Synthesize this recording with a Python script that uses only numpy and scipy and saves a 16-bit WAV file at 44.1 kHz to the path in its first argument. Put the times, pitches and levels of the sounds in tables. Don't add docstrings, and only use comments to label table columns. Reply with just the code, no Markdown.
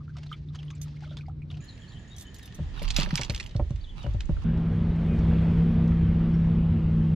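import sys
import numpy as np
from scipy import signal
from scipy.fft import rfft, irfft, next_fast_len
from scipy.io import wavfile
from scipy.ndimage import uniform_filter1d, map_coordinates

SR = 44100
rng = np.random.default_rng(int(sys.argv[2]) if len(sys.argv) > 2 else 0)


def pcm_store(signal):
    levels = np.round(np.clip(np.atleast_2d(signal), -1, 1) * 32767)
    wavfile.write(sys.argv[1], SR, levels.astype(np.int16).T)


def gain_from_db(level_db):
    decades = np.asarray(level_db, float) / 20
    return 10 ** decades


N = 315315

# [s] stern to cove, [s] cove to bow.
CUTS = (1.612, 4.445)


def evened(x):
    return x / np.sqrt(np.mean(x ** 2) + 1e-20)


def curve(rows, column=1):
    return np.interp(np.arange(N) / SR, [r[0] for r in rows], [r[column] for r in rows])


def read(points, hz):
    f, value = np.transpose(points)
    return np.interp(np.log(hz + 1), np.log(f + 1), value)


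def span(start_s, end_s):
    return slice(max(round(start_s * SR) - 500, 0), min(round(end_s * SR) + 500, N))


def between(start_s, end_s):
    t = np.arange(N) / SR
    return np.clip(np.minimum(t - start_s, end_s - t) / 0.0042 + .5, 0, 1)


def add(mix, s, sound, pan_db, spread=0., size=0):
    part = mix[:, round(s * SR):][:, :len(sound)]
    fade = gain_from_db(-60 * np.arange(200) / SR / 0.0042)
    walls = rng.standard_normal((2, 200)) * fade
    direct = np.arange(200) == [[size], [0]]
    walls = spread * walls / np.linalg.norm(walls[0]) + direct
    pair = signal.fftconvolve(sound[None], walls, axes=1) * gain_from_db([[pan_db / 2], [-pan_db / 2]])
    part += pair[:, :part.shape[1]] / np.sqrt(1 + spread ** 2)


def bandpass(lo_hz, hi_hz):
    return signal.butter(2, [lo_hz, min(hi_hz, .49 * SR)], "band", fs=SR, output="sos")


def band(x, lo_hz, hi_hz):
    return signal.sosfilt(bandpass(lo_hz, hi_hz), x)


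def steep(x, lo_hz, hi_hz):
    once = bandpass(lo_hz, hi_hz)
    return evened(signal.sosfilt(np.vstack([once, once]), x))


def wander(per_s):
    steps = rng.standard_normal(int(N / SR * per_s) + 9)
    coarse = np.arange(0, N + 64, 64)
    smooth = map_coordinates(steps, [coarse / SR * per_s + 2], order=3)
    return np.interp(np.arange(N), coarse, evened(smooth))


def grains(per_s, size_db, count):
    sizes = gain_from_db(size_db * np.minimum(rng.exponential(1, count), 4))
    sizes = sizes * (rng.random(count) < per_s / SR)
    shared, own = rng.standard_normal(count), rng.standard_normal((2, count))
    return (shared + 3.8 * own) * sizes


def bubble(hz, splash_db, t60):
    t = np.arange(2000) / SR
    noise = rng.standard_normal((2, len(t)))
    clear = np.clip(600 / hz, 0, .8)
    tone = clear * np.sin(2 * np.pi * hz * (t + 1.2 * t ** 2))
    tone = tone + (1.2 - clear) * steep(noise[0], .91 * hz, 1.1 * hz)
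    swell = np.minimum(t * hz / 2.6, 1) ** 1.9
    splash = gain_from_db(splash_db + 8.0) * steep(noise[1], 610, 5730) * gain_from_db(-60 * t / 0.24)
    fall = gain_from_db(-60 * t / np.clip(t60, .01, .4)) * np.minimum(t / 0.0018, 1)
    broken = gain_from_db(4.0 * (1 - clear) * evened(uniform_filter1d(noise[1], size=70)))
    sound = (tone * swell + splash) * fall * broken
    return sound / abs(sound).max()


# start in [s], peak in [dB], bubble pitch in [Hz].
LAPS = [(0.167, -36.5, 690), (0.182, -42, 574), (0.231, -42, 640), (0.262, -49, 704), (0.548, -41.5, 1320),
        (0.554, -40.5, 3140), (0.628, -42.5, 3080), (0.703, -37, 3540), (0.754, -53, 603),
        (0.88, -46.5, 560), (1.005, -48, 2000), (1.044, -45.5, 595), (1.169, -32.5, 3400),
        (1.183, -43.5, 3810), (1.511, -41, 2900), (1.569, -44.5, 690)]
# start in [s], peak in [dB],
# bubble pitch in [Hz].
DROPS = [(0.078, -45, 1330), (0.314, -32, 1268), (0.326, -33.5, 3240), (0.486, -47.5, 3740),
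         (0.586, -40.5, 3140), (0.68, -42.5, 3130), (0.964, -47, 2170), (1.022, -43.5, 820),
         (1.105, -45.5, 3480), (1.118, -52, 3480), (1.06, -51, 595), (1.11, -45.5, 590), (1.135, -51, 570),
         (1.045, -51, 2170), (1.05, -50, 3300), (1.075, -49, 3200), (1.207, -40.5, 2370),
         (1.281, -36.5, 764), (1.418, -47.5, 2390), (1.501, -40.5, 3330), (1.539, -44, 2750),
         (0.004, -54, 1180), (0.092, -50.5, 1510), (0.153, -50, 1240), (0.196, -58, 2100),
            (0.267, -48, 4070), (0.2884, -52, 3460), (0.329, -46, 2180), (0.503, -60, 1200),
            (0.541, -50, 1040), (0.554, -47, 6200), (0.598, -44, 2840), (0.65, -64, 9500),
            (0.709, -52, 1180), (0.709, -46, 6200), (0.731, -54, 2370), (0.751, -51, 7440),
            (0.855, -56, 1270), (0.87, -56, 930), (1.034, -46, 1460), (1.07, -52.5, 1270),
            (1.094, -49, 3470), (1.11, -53, 1380), (1.131, -59, 1350), (1.19, -52, 1480),
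            (1.231, -53, 1230), (1.255, -53, 2100), (1.262, -56, 4770), (1.292, -48, 1260),
            (1.5, -53, 1220), (1.525, -56, 720), (1.599, -52.5, 2480)]
# time in [s], level in [dB].
TRICKLE = [(0, -68.5), (.14, -67.5), (.2, -63), (.36, -63), (.52, -69), (.6, -56), (.66, -62.5), (.85, -59),
           (.98, -59.5), (1.03, -58), (1.14, -60), (1.22, -62), (1.32, -79), (1.48, -75), (1.52, -58.5),
           (1.6, -60)]


def water():
    out, t, count = np.zeros((2, N)), np.arange(900) / SR, 2 * SR
    for rows, splash_db in ((LAPS, -6), (DROPS, -38)):
        for s, db, hz in rows:
            t60 = 0.065 * min(1300 / hz, 1) ** 0.33
            add(out, s, gain_from_db(db) * bubble(hz, splash_db, t60), -.8, .3)
    trickle, drops, kind = np.zeros((2, count)), grains(2500, 3.5, count), rng.integers(0, 32, count)
    for k, hz in enumerate(np.geomspace(450, 7500, num=32) * 0.85):
        fizz = np.sin(2 * np.pi * hz * (t + 4.2 * t ** 2)) * t * hz * np.exp(-t * hz / 4.3)
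        fizz *= (hz / 3000) ** 0.2
        trickle += signal.oaconvolve(drops * (kind == k), fizz[None])[:, :count]
    hiss = rng.standard_normal(count) + .5 * rng.standard_normal((2, count))
    rustle = steep(hiss, 1300, 5600) * gain_from_db(-1.5 + 3.4 * wander(59.94))[:count]
    flow = gain_from_db(curve(TRICKLE) - 5.5) * between(-1, CUTS[0])
    out[:, :count] += (evened(trickle) + rustle) * flow[:count]
    return out


def claw(hz, treble_db):
    t = np.arange(2600) / SR
    noise = rng.standard_normal((3, len(t))) + 4. * (t == 0)
    luck = rng.standard_normal((5, 2))
    pitches = hz * np.array([.7, .9, 1, 1.2, 1.45]) * (1 + .04 * luck[:, 1])
    sines = np.sin(2 * np.pi * np.outer(np.clip(pitches, 1000, 9000), t))
    modes = (gain_from_db(1.5 * luck[:, 0]) * [.6, .8, 1.2, .7, .5]) @ sines
    body = evened(modes) * gain_from_db(-60 * t / 0.075)
    body += gain_from_db(-3.0) * steep(noise[0], min(0.51 * hz, 1700), min(2.42 * hz, 7000))
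    body += gain_from_db(treble_db - 9.0) * steep(noise[1], 7000, 15000) * np.minimum(t / 0.006, 1)
    body += gain_from_db(-15) * steep(noise[2], 670, 1910) * np.minimum(t / 0.0047, 1)
    rattle_db = 3.2 * evened(uniform_filter1d(noise[2], size=60))
    fall = gain_from_db(-60 * t / 0.016) + gain_from_db(-8.5 - 60 * t / 0.085 + rattle_db)
    sound = body * fall * np.minimum(t / 0.0006, 1)
    return sound / abs(sound).max()


# start in [s], peak
# in [dB], brightest pitch in [Hz].
CLAWS = [(2.7756, -37.5, 1520), (2.794, -32, 3520), (2.8209, -31, 2230), (2.83, -31.5, 3140),
         (2.845, -34.5, 2340), (2.852, -36, 3200), (2.879, -29.5, 3150), (2.904, -19, 3540),
         (2.944, -32, 4550), (2.9634, -12.5, 3710), (2.969, -18, 3120), (2.991, -20.5, 3200),
         (2.999, -16.5, 4070), (3.0091, -17.5, 2970), (3.019, -23, 2390), (3.0302, -21.5, 3580),
         (3.06, -30, 1780), (3.1067, -24, 2050), (3.141, -35, 2570), (3.1555, -10, 5560),
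         (3.1754, -19, 3125), (3.1796, -20.5, 2400), (3.2124, -19, 5640), (3.217, -22.5, 2520),
         (3.233, -20, 3365), (3.2972, -21, 4110), (3.3466, -23, 4100), (3.3613, -25.5, 3160),
         (3.399, -24.5, 2840), (3.4278, -33.5, 3500), (3.462, -33, 3200),
         (2.394, -42, 2400), (2.477, -40, 3050), (2.5238, -45, 3350), (3.51, -42.5, 2980),
         (3.5631, -35, 3520), (3.7592, -41, 2890), (4.065, -36, 1400), (4.2054, -27, 2500),
         (4.293, -57, 890),
         (1.777, -48, 3010), (2.362, -44.5, 4330), (2.635, -59, 6000), (2.764, -51, 3830),
           (2.886, -28, 4600), (2.912, -30, 4460), (2.984, -20.5, 2860), (3.04, -29, 2810),
           (3.089, -37, 3080), (3.172, -32, 3500), (3.187, -36, 3000), (3.248, -24, 4030),
           (3.304, -24.5, 2660), (3.321, -38, 4520), (3.337, -37, 2320), (3.349, -30, 2530),
           (3.377, -35, 3450), (3.407, -30.5, 2790), (3.438, -36.5, 2960), (3.493, -44, 4000),
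           (3.548, -42.5, 1490), (3.695, -52, 6700), (3.706, -45, 6160), (4.029, -46, 5770),
           (4.136, -48.5, 3930), (4.222, -51, 4000), (4.256, -46, 6560), (4.435, -52, 7550)]
# start in [s], peak in [dB], brightest pitch in [Hz].
TACKLE = [(4.576, -51, 4900), (4.96, -57, 5500), (5.0, -55, 4510), (5.19, -51, 5060), (5.8777, -46.5, 4400),
          (6.47, -58, 5000)]
# time in [s], level in [dB].
SCRAPE = [
    [(2.74, -56), (2.85, -48), (2.93, -50.5), (3.02, -38.5), (3.08, -53), (3.2, -41.5), (3.28, -58),
     (3.37, -55.5), (3.53, -78)],
    [(3.95, -69), (3.98, -50), (4.07, -60), (4.16, -58)],
    [(4.3, -62), (4.4, -70), (4.425, -55.5), (4.445, -53.5)],
]
# frequency in [Hz], level in [dB per Hz].
DECK = [(290, -25), (500, 1), (657, -6), (792, 1), (1510, 1), (5920, -15.5), (12000, -34), (15500, -44.5)]
# frequency in [Hz], level in [dB].
PORT_DB = [(200, -2), (380, 0.5), (700, -8.5), (1290, -9.5), (2380, -6.5), (4400, -3), (8120, -5),
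           (15000, -1)]
# frequency in [Hz], lead in [radians].
PORT_LEAD = [(300, 0), (780, 0.4), (1290, 2), (1810, 1.0), (2670, 0.54), (3960, -0.15), (5000, -1.56),
             (7320, -1), (9990, -2.5)]


def claws():
    count = next_fast_len(round(CUTS[1] * SR) + 2000)
    out = np.zeros((2, N))
    for s, db, hz in CLAWS:
        treble_db = -15.5 - 12 * (s - 3)
        add(out, s, gain_from_db(db) * claw(hz, treble_db), 0, .4)
    ring = rng.standard_normal(600) * gain_from_db(-60 * np.arange(600) / SR / 0.0074)
    rubs = grains(600, 3.2, count) + 0.42 * grains(2900, 3.0, count)
    rubbing = signal.oaconvolve(rubs, ring[None])[:, :count]
    hz = np.fft.rfftfreq(count, 1 / SR)
    slide = evened(irfft(rfft(rubbing) * gain_from_db(read(DECK, hz)), count))
    nails = steep(rubbing, 1500, 7450)
    slide += gain_from_db(-8.0) * nails * between(0, 3.6)[:count]
    stroke = sum(gain_from_db(curve(rows)) * between(rows[0][0], rows[-1][0]) for rows in SCRAPE)
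    port = gain_from_db(read(PORT_DB, hz) / 2) * np.exp(.5j * read(PORT_LEAD, hz))
    out[:, :count] = irfft(rfft(out[:, :count] + slide * stroke[:count]) * [port, 1 / port], count)
    for s, db, hz in TACKLE:
        add(out, s, gain_from_db(db) * claw(hz, treble_db=-10.5), 0)
    return out


# start in [s], peak in [dB], panel pitch in [Hz],
# hull boom in [dB], slap in [dB].
PAWS = [(2.587, -29.5, 126, 8, -8), (2.602, -25.5, 143.3, 10, -36), (2.817, -35.5, 150, 0, -2.5),
        (2.985, -18.5, 135.4, -7, -11.5), (3.03, -29.5, 166.4, 0, -17), (3.07, -34, 173, -2, -5),
        (3.128, -13.5, 134, -16, -33), (3.191, -28.5, 116, 1, -6), (3.295, -18.5, 104, 3, -17.5),
        (3.552, -13, 100, 1.5, -24), (3.595, -21, 94, 11, -3.5), (3.705, -20, 115, 4.5, -21),
        (3.741, -30, 92.7, -11, -44), (4.043, -27.5, 113, 6, -10.5), (4.062, -26, 122, 12, -7),
        (4.079, -29.5, 94, 15, -32), (4.145, -19, 91, 4.5, -22), (4.291, -16.5, 142, 6.5, -18.5),
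        (4.367, -32, 92, 0, -21), (4.813, -25.5, 194.5, -11, -27)]
# pitch in [Hz], level in [dB], t60 in [s].
HULL = [(38.8, -3, 0.27), (53.3, 1.5, 0.31), (76.2, -0.5, 0.31), (108.8, 1, 0.12)]
# time in [s], level in [dB].
ROCKING = [(2.5, -52), (2.75, -36.5), (2.95, -25), (3.12, -32.5), (3.25, -40.5), (3.9, -40), (4.44, -28)]


def paws():
    out, t = np.zeros((2, N)), np.arange(SR // 2) / SR
    for s, db, hz, boom_db, slap_db in PAWS:
        t60 = 0.14 * gain_from_db(-0.44 * (db + 21.5))
        turns = hz * (t + 0.26 * 0.018 * (1 - np.exp(-t / 0.011)))
        onset = np.sin(np.pi / 2 * np.minimum(t / 0.005, 1)) ** 2
        panel = np.sin(2 * np.pi * turns) * gain_from_db(-60 * t / max(t60, .02)) * onset
        boom = sum(gain_from_db(d - 60 * t / ring) * np.sin(2 * np.pi * (f * t + rng.random())) for f, d, ring in HULL)
        boom = boom * np.minimum(t / 0.037, 1)
        knock = rng.standard_normal(len(t)) * gain_from_db(-60 * t / 0.069) * np.minimum(t / 0.0013, 1)
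        thud = rng.standard_normal(len(t)) * gain_from_db(-60 * t / 0.12) * np.minimum(t / 0.003, 1)
        slap = band(knock, 355, 760) + 1.27 * band(thud, 170, 398)
        lid = np.sin(2 * np.pi * 580 * t) * gain_from_db(-60 * t / 0.09) * np.minimum(t / 0.002, 1)
        slap = slap / abs(slap).max() + 0.7 * lid
        blow = panel + gain_from_db(boom_db - 7.5) * boom + gain_from_db(slap_db + 2.0) * slap
        add(out, s, gain_from_db(db) * blow, -.8, .15)
    rock = band(rng.standard_normal((2, N)), 18.8, 38)
    rock_db = curve(ROCKING) - 0.5 + np.array([[-3.5], [3.5]])
    rock = evened(rock[0] + 3.5 * rock) * gain_from_db(rock_db)
    return out + rock * between(ROCKING[0][0], CUTS[1])


# start in [s], peak in [dB].
TAG = [(0.815, -30), (0.8295, -36), (1.643, -47), (2.164, -38), (2.183, -33.5), (2.197, -36), (2.21, -31.5),
       (2.222, -37), (2.3432, -37), (2.385, -38.5), (2.4285, -37), (2.456, -38), (2.546, -36.5),
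       (2.552, -45)]
# pitch in [Hz], level in [dB], t60 in [s].
TAG_MODES = [(3560, -1, 0.22), (6200, 9, 0.094), (7730, -6, .08), (8600, -27, 0.056), (6630, -11, 0.18),
             (9870, 0, 0.2), (11500, -1.5, 0.14), (13100, -35, 0.096), (14200, -36, 0.46),
             (14300, -31, 0.13)]


def tag():
    out, t = np.zeros((2, N)), np.arange(5000) / SR
    for s, db in TAG:
        luck = rng.standard_normal((len(TAG_MODES), 2))
        free = .45 if s < CUTS[0] else .22
        ring = sum(gain_from_db(d + 3.0 * a - 60 * t / min(t60, .12) / free)
                   * np.sin(2 * np.pi * hz * (1 + 0.0098 * b) * t)
                   for (hz, d, t60), (a, b) in zip(TAG_MODES, luck))
        rattle = steep(rng.standard_normal(len(t)), 2700, 16000)
        rattle = rattle * gain_from_db(-9.5 - 60 * t / 0.073) * np.minimum(t / 0.0027, 1)
        add(out, s, gain_from_db(db - 1.5) * (ring / abs(ring).max() + rattle), -2, .8, size=2)
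    return out


# start in [s], peak in [dB].
JINGLES = [(2.775, -57), (2.8206, -40.5), (2.9444, -53), (2.9638, -34), (3.0, -40), (3.045, -53),
           (3.1554, -39), (3.2123, -52), (3.2332, -55), (3.2976, -52), (3.321, -52), (3.347, -44),
           (3.379, -57), (3.438, -60), (3.462, -60)]
# pitch in [Hz], level in [dB], t60 in [s].
JINGLE_MODES = [(8890, 5, .06), (10100, -10, .08), (10640, -5.5, 0.078), (11600, 0, 0.14), (12400, 2, .08),
                (14300, -12, .45)]


def jingle():
    out, t = np.zeros((2, N)), np.arange(6000) / SR
    for s, db in JINGLES:
        luck = rng.standard_normal((len(JINGLE_MODES), 2))
        ring = sum(gain_from_db(d - 2.0 + 4.0 * a - 60 * t / t60 / .55)
                   * np.sin(2 * np.pi * hz * (1 + 0.013 * b) * t)
                   for (hz, d, t60), (a, b) in zip(JINGLE_MODES, luck))
        ring += steep(rng.standard_normal(len(t)), 8200, 14000) * gain_from_db(5.5 - 60 * t / 0.076)
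        add(out, s, gain_from_db(db - 9.5) * ring * np.minimum(t / .004, 1), -1.5, .9, size=1)
    return out


# time in [s], fifth order in [Hz], its level in [dB].
FAR_MOTOR = [(0.0, 148.7, -44), (1.61, 148.8, -41)]
# order of the firing rate, level in [dB].
FAR_ORDERS = [(2, -13), (2.45, -9), (3, -7.5), (4, -10), (5, 3), (7.35, -18.5), (8, -22)]
# time in [s], fifth order in [Hz], its level in [dB].
NEAR_MOTOR = [(4.46, 164.4, -28), (4.95, 164.8, -28.5), (5.4, 165.1, -23.5), (6.6, 164.5, -24),
              (6.8, 161.2, -26.5), (7.15, 158.3, -22.5)]
# order of the firing rate, level in [dB].
NEAR_ORDERS = [(1.2, -12), (2, -9), (2.4, -13.5), (3, -8), (4, -20.5), (5, 0.5), (6, -15.5), (6.83, -10.5),
               (8, -35.5), (10, -24.5), (11, -30.5), (14, -29.5), (17, -35.5)]


def motor(run, orders, part, waver_db, throb_db):
    turns = (np.cumsum(curve(run)) / 5 / SR)[part]
    out = np.zeros(N)
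    for k, db in orders:
        drift = wander(9.)[part]
        sway_db = (throb_db if k == 5 else waver_db) * wander(12.)[part]
        phase = 2 * np.pi * (k * turns + rng.random()) + (k != 5) * 0.99 * drift
        out[part] += gain_from_db(db + sway_db) * np.sin(phase)
    return np.sqrt(2) * gain_from_db(curve(run, column=2)) * out


def whistle(rows, broken_db=6.0):
    s, hz, db = np.transpose(rows)
    t = np.arange(s[0], s[-1], 1 / SR)
    wobble = uniform_filter1d(rng.standard_normal((2, len(t))), size=150, axis=1)
    flutter = gain_from_db(np.interp(t, s, db) - 2 + broken_db * evened(wobble[0]))
    pitch_hz = np.interp(t, s, hz) * (1 + .0014 * broken_db * evened(wobble[1]))
    note = flutter * np.sin(2 * np.pi * np.cumsum(pitch_hz) / SR) * signal.windows.tukey(len(t), .3)
    banks = rng.standard_normal(9000) * gain_from_db(-60 * np.arange(9000) / SR / .3)
    direct = np.arange(9000) == 0
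    return signal.fftconvolve(note, 0.4 * banks / np.linalg.norm(banks) + direct)


# start in [s], length in [s], from [Hz], to [Hz], top in [dB].
BIRDS = [(1.678, 0.042, 4340, 3760, -52), (1.813, 0.047, 3390, 2950, -57), (1.871, 0.033, 4060, 4670, -54),
         (1.899, 0.017, 3710, 4460, -54), (1.917, 0.025, 3630, 4030, -54), (1.914, 0.066, 3310, 2970, -56),
         (2.096, 0.064, 3700, 3820, -56.5), (2.144, 0.035, 3480, 3100, -58),
         (2.183, 0.051, 3720, 3510, -55), (2.247, 0.059, 3030, 3060, -57), (2.416, 0.052, 3950, 3480, -57),
         (2.469, 0.026, 3040, 3040, -60), (2.743, 0.075, 4060, 3460, -50.5), (2.604, .03, 3300, 3200, -65),
         (1.722, 0.013, 4000, 3670, -55), (1.971, 0.0203, 3360, 3000, -58),
         (3.971, 0.077, 4020, 3540, -54.5), (4.003, .02, 2650, 3100, -56), (4.02, 0.045, 3170, 2800, -53),
         (4.367, 0.0086, 1540, 1220, -46.5), (5.079, 0.097, 2523, 2410, -52.5),
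         (6.332, 0.027, 5300, 5600, -62.5), (6.35, 0.2, 5580, 5480, -77)]
# time in [s], pitch in [Hz], level in [dB].
WARBLE = [(3.792, 2450, -47), (3.813, 4560, -58), (3.832, 4630, -59), (3.846, 3500, -45.5),
          (3.86, 3250, -63), (3.882, 2980, -56), (3.9, 3490, -51), (3.91, 3050, -53), (3.943, 2970, -72)]
# time in [s], pitch in [Hz], level in [dB].
TRILL = [(0, 6010, 10), (.014, 7100, -1), (.035, 6850, -3.5), (.09, 6930, -12)]
# time in [s], level in [dB].
FROGS = [(2.7, -63.5), (4.44, -88.5)]


def wildlife():
    out, pan_db, ends_db = np.zeros((2, N)), 1.5, -2.5
    for s, length, from_hz, to_hz, db in BIRDS:
        arch = [(0, from_hz, ends_db), (length / 2, (from_hz + to_hz) / 2, 0), (length, to_hz, ends_db)]
        wide = s < CUTS[1]
        add(out, s, gain_from_db(db) * whistle(arch, 1.5 + 3.5 * wide), pan_db * wide, .2 * wide)
    add(out, WARBLE[0][0], whistle(WARBLE, broken_db=3.0), pan_db, .4)
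    for k in range(9):
        note_db = -56.5 - 4.0 - 0.19 * k
        add(out, 1.6 + k * .0942, gain_from_db(note_db) * whistle(TRILL, broken_db=5.5), -2, .5)
    chorus = steep(rng.standard_normal((2, N)), 1635, 1944)
    chorus = evened(chorus[0] + .6 * chorus) * gain_from_db(curve(FROGS) + 1.2 * wander(30.))
    return out + chorus * between(*CUTS)


# time in [s], level in [dB].
SPRAY = [(4.44, -85), (4.9, -81.5), (5.2, -73.5), (5.5, -77), (6.2, -84.5), (6.45, -78), (6.65, -84),
         (7.15, -76.5)]


def spray(part):
    out = np.zeros(N)
    out[part] = steep(rng.standard_normal(part.stop - part.start), 3000, 9500)
    return out * gain_from_db(curve(SPRAY) + 1.5 * wander(25.))


# a spectrum of [Hz] and [dB per Hz], the rms in [dB],
# then rows of frequency in [Hz] and left-right likeness from 0 to 1.
STERN_AIR = [(15, -45.5), (25, -19), (53, -6.5), (162, -7), (179, -13.5), (209, -38), (249, -24),
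             (283, -18.5), (604, -40.5), (1980, -52.5), (4450, -55), (5440, -65), (10500, -76),
             (13600, -115)], -41, [(60, 0.97), (380, 0.83), (2380, 0.22), (15000, 0.42)]
COVE_AIR = [(15, -32), (25, 0), (111, 3.5), (532, -22.5), (1580, -29.5), (1790, -24.5), (2490, -29),
            (3120, -25.5), (5310, -37), (6830, -38.5), (7750, -44.5), (10500, -55.5), (13600, -100),
            (22000, -120)], -42, [(60, 1), (380, 0.8), (2380, 0.13), (15000, 0.23)]
BOW_AIR = [(15, -38.5), (25, 0), (65, -1), (118, -5.5), (172, -8), (233, -12.5), (277, -15.5), (482, -22),
           (574, -27), (3300, -42.5), (10000, -78), (13000, -113)], -28, [(60, 1), (15000, 1)]
# time in [s], level in [dB].
STERN_SWELL = [(0, -1), (1.1, 0.5), (1.3, 1), (1.6, 2.5)]
COVE_SWELL = [(1.61, -2), (2.3, -3), (2.7, 0.5), (3.9, -4.5), (4.44, -0.5)]
BOW_SWELL = [(4.44, -2.5), (5.0, -1), (5.35, 2), (5.7, 0), (7.15, -4)]


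def air(colour, level_db, same, swell, part, patchy_db=2.0):
    count, out = part.stop - part.start, np.zeros((2, N))
    frames, hz = count // 512 + 5, np.fft.rfftfreq(2048, 1 / SR)
    a, b, c, d, patches = rng.standard_normal((frames, 1025, 5)).T
    patches = uniform_filter1d(patches, size=16, axis=0)
    patches = evened(uniform_filter1d(patches, size=6, axis=1))
    like, left = np.clip(read(same, hz), -1, 1)[:, None], a + 1j * b
    right = like * left + np.sqrt(1 - like ** 2) * (c + 1j * d)
    z = np.array([left, right]) * gain_from_db(read(colour, hz)[:, None] + patchy_db * patches)
    out[:, part] = evened(signal.istft(z, nperseg=2048, noverlap=1536)[1][:, :count])
    return gain_from_db(level_db + curve(swell)) * out


def scene():
    first, second, third = span(0, CUTS[0]), span(*CUTS), span(CUTS[1], 9)
    stern = air(*STERN_AIR, STERN_SWELL, first) * gain_from_db(-4)
    stern = stern + motor(FAR_MOTOR, FAR_ORDERS, first, waver_db=3., throb_db=1.2)
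    cove = air(*COVE_AIR, COVE_SWELL, second, patchy_db=1.3) * gain_from_db([[-1], [1]])
    bow = air(*BOW_AIR, BOW_SWELL, third, patchy_db=1.5)
    bow = bow + motor(NEAR_MOTOR, NEAR_ORDERS, third, waver_db=3., throb_db=.7) + spray(third)
    places = stern * between(-1, CUTS[0]) + cove * between(*CUTS) + bow * between(CUTS[1], 9)
    return places + water() + claws() + tag() + jingle() + paws() + wildlife()


def top_cut(x):
    return signal.sosfilt(signal.butter(12, 15870, fs=SR, output="sos"), x)


def record(dry):
    heard = signal.oaconvolve(band(dry, 24, 13000), signal.firwin(255, 15750, fs=SR)[None], "same")
    ending = np.sin(np.pi / 2 * np.minimum((N - np.arange(N)) / 400, 1)) ** 2
    return top_cut(heard * ending)


dry = scene()
out = record(dry)
pcm_store(out)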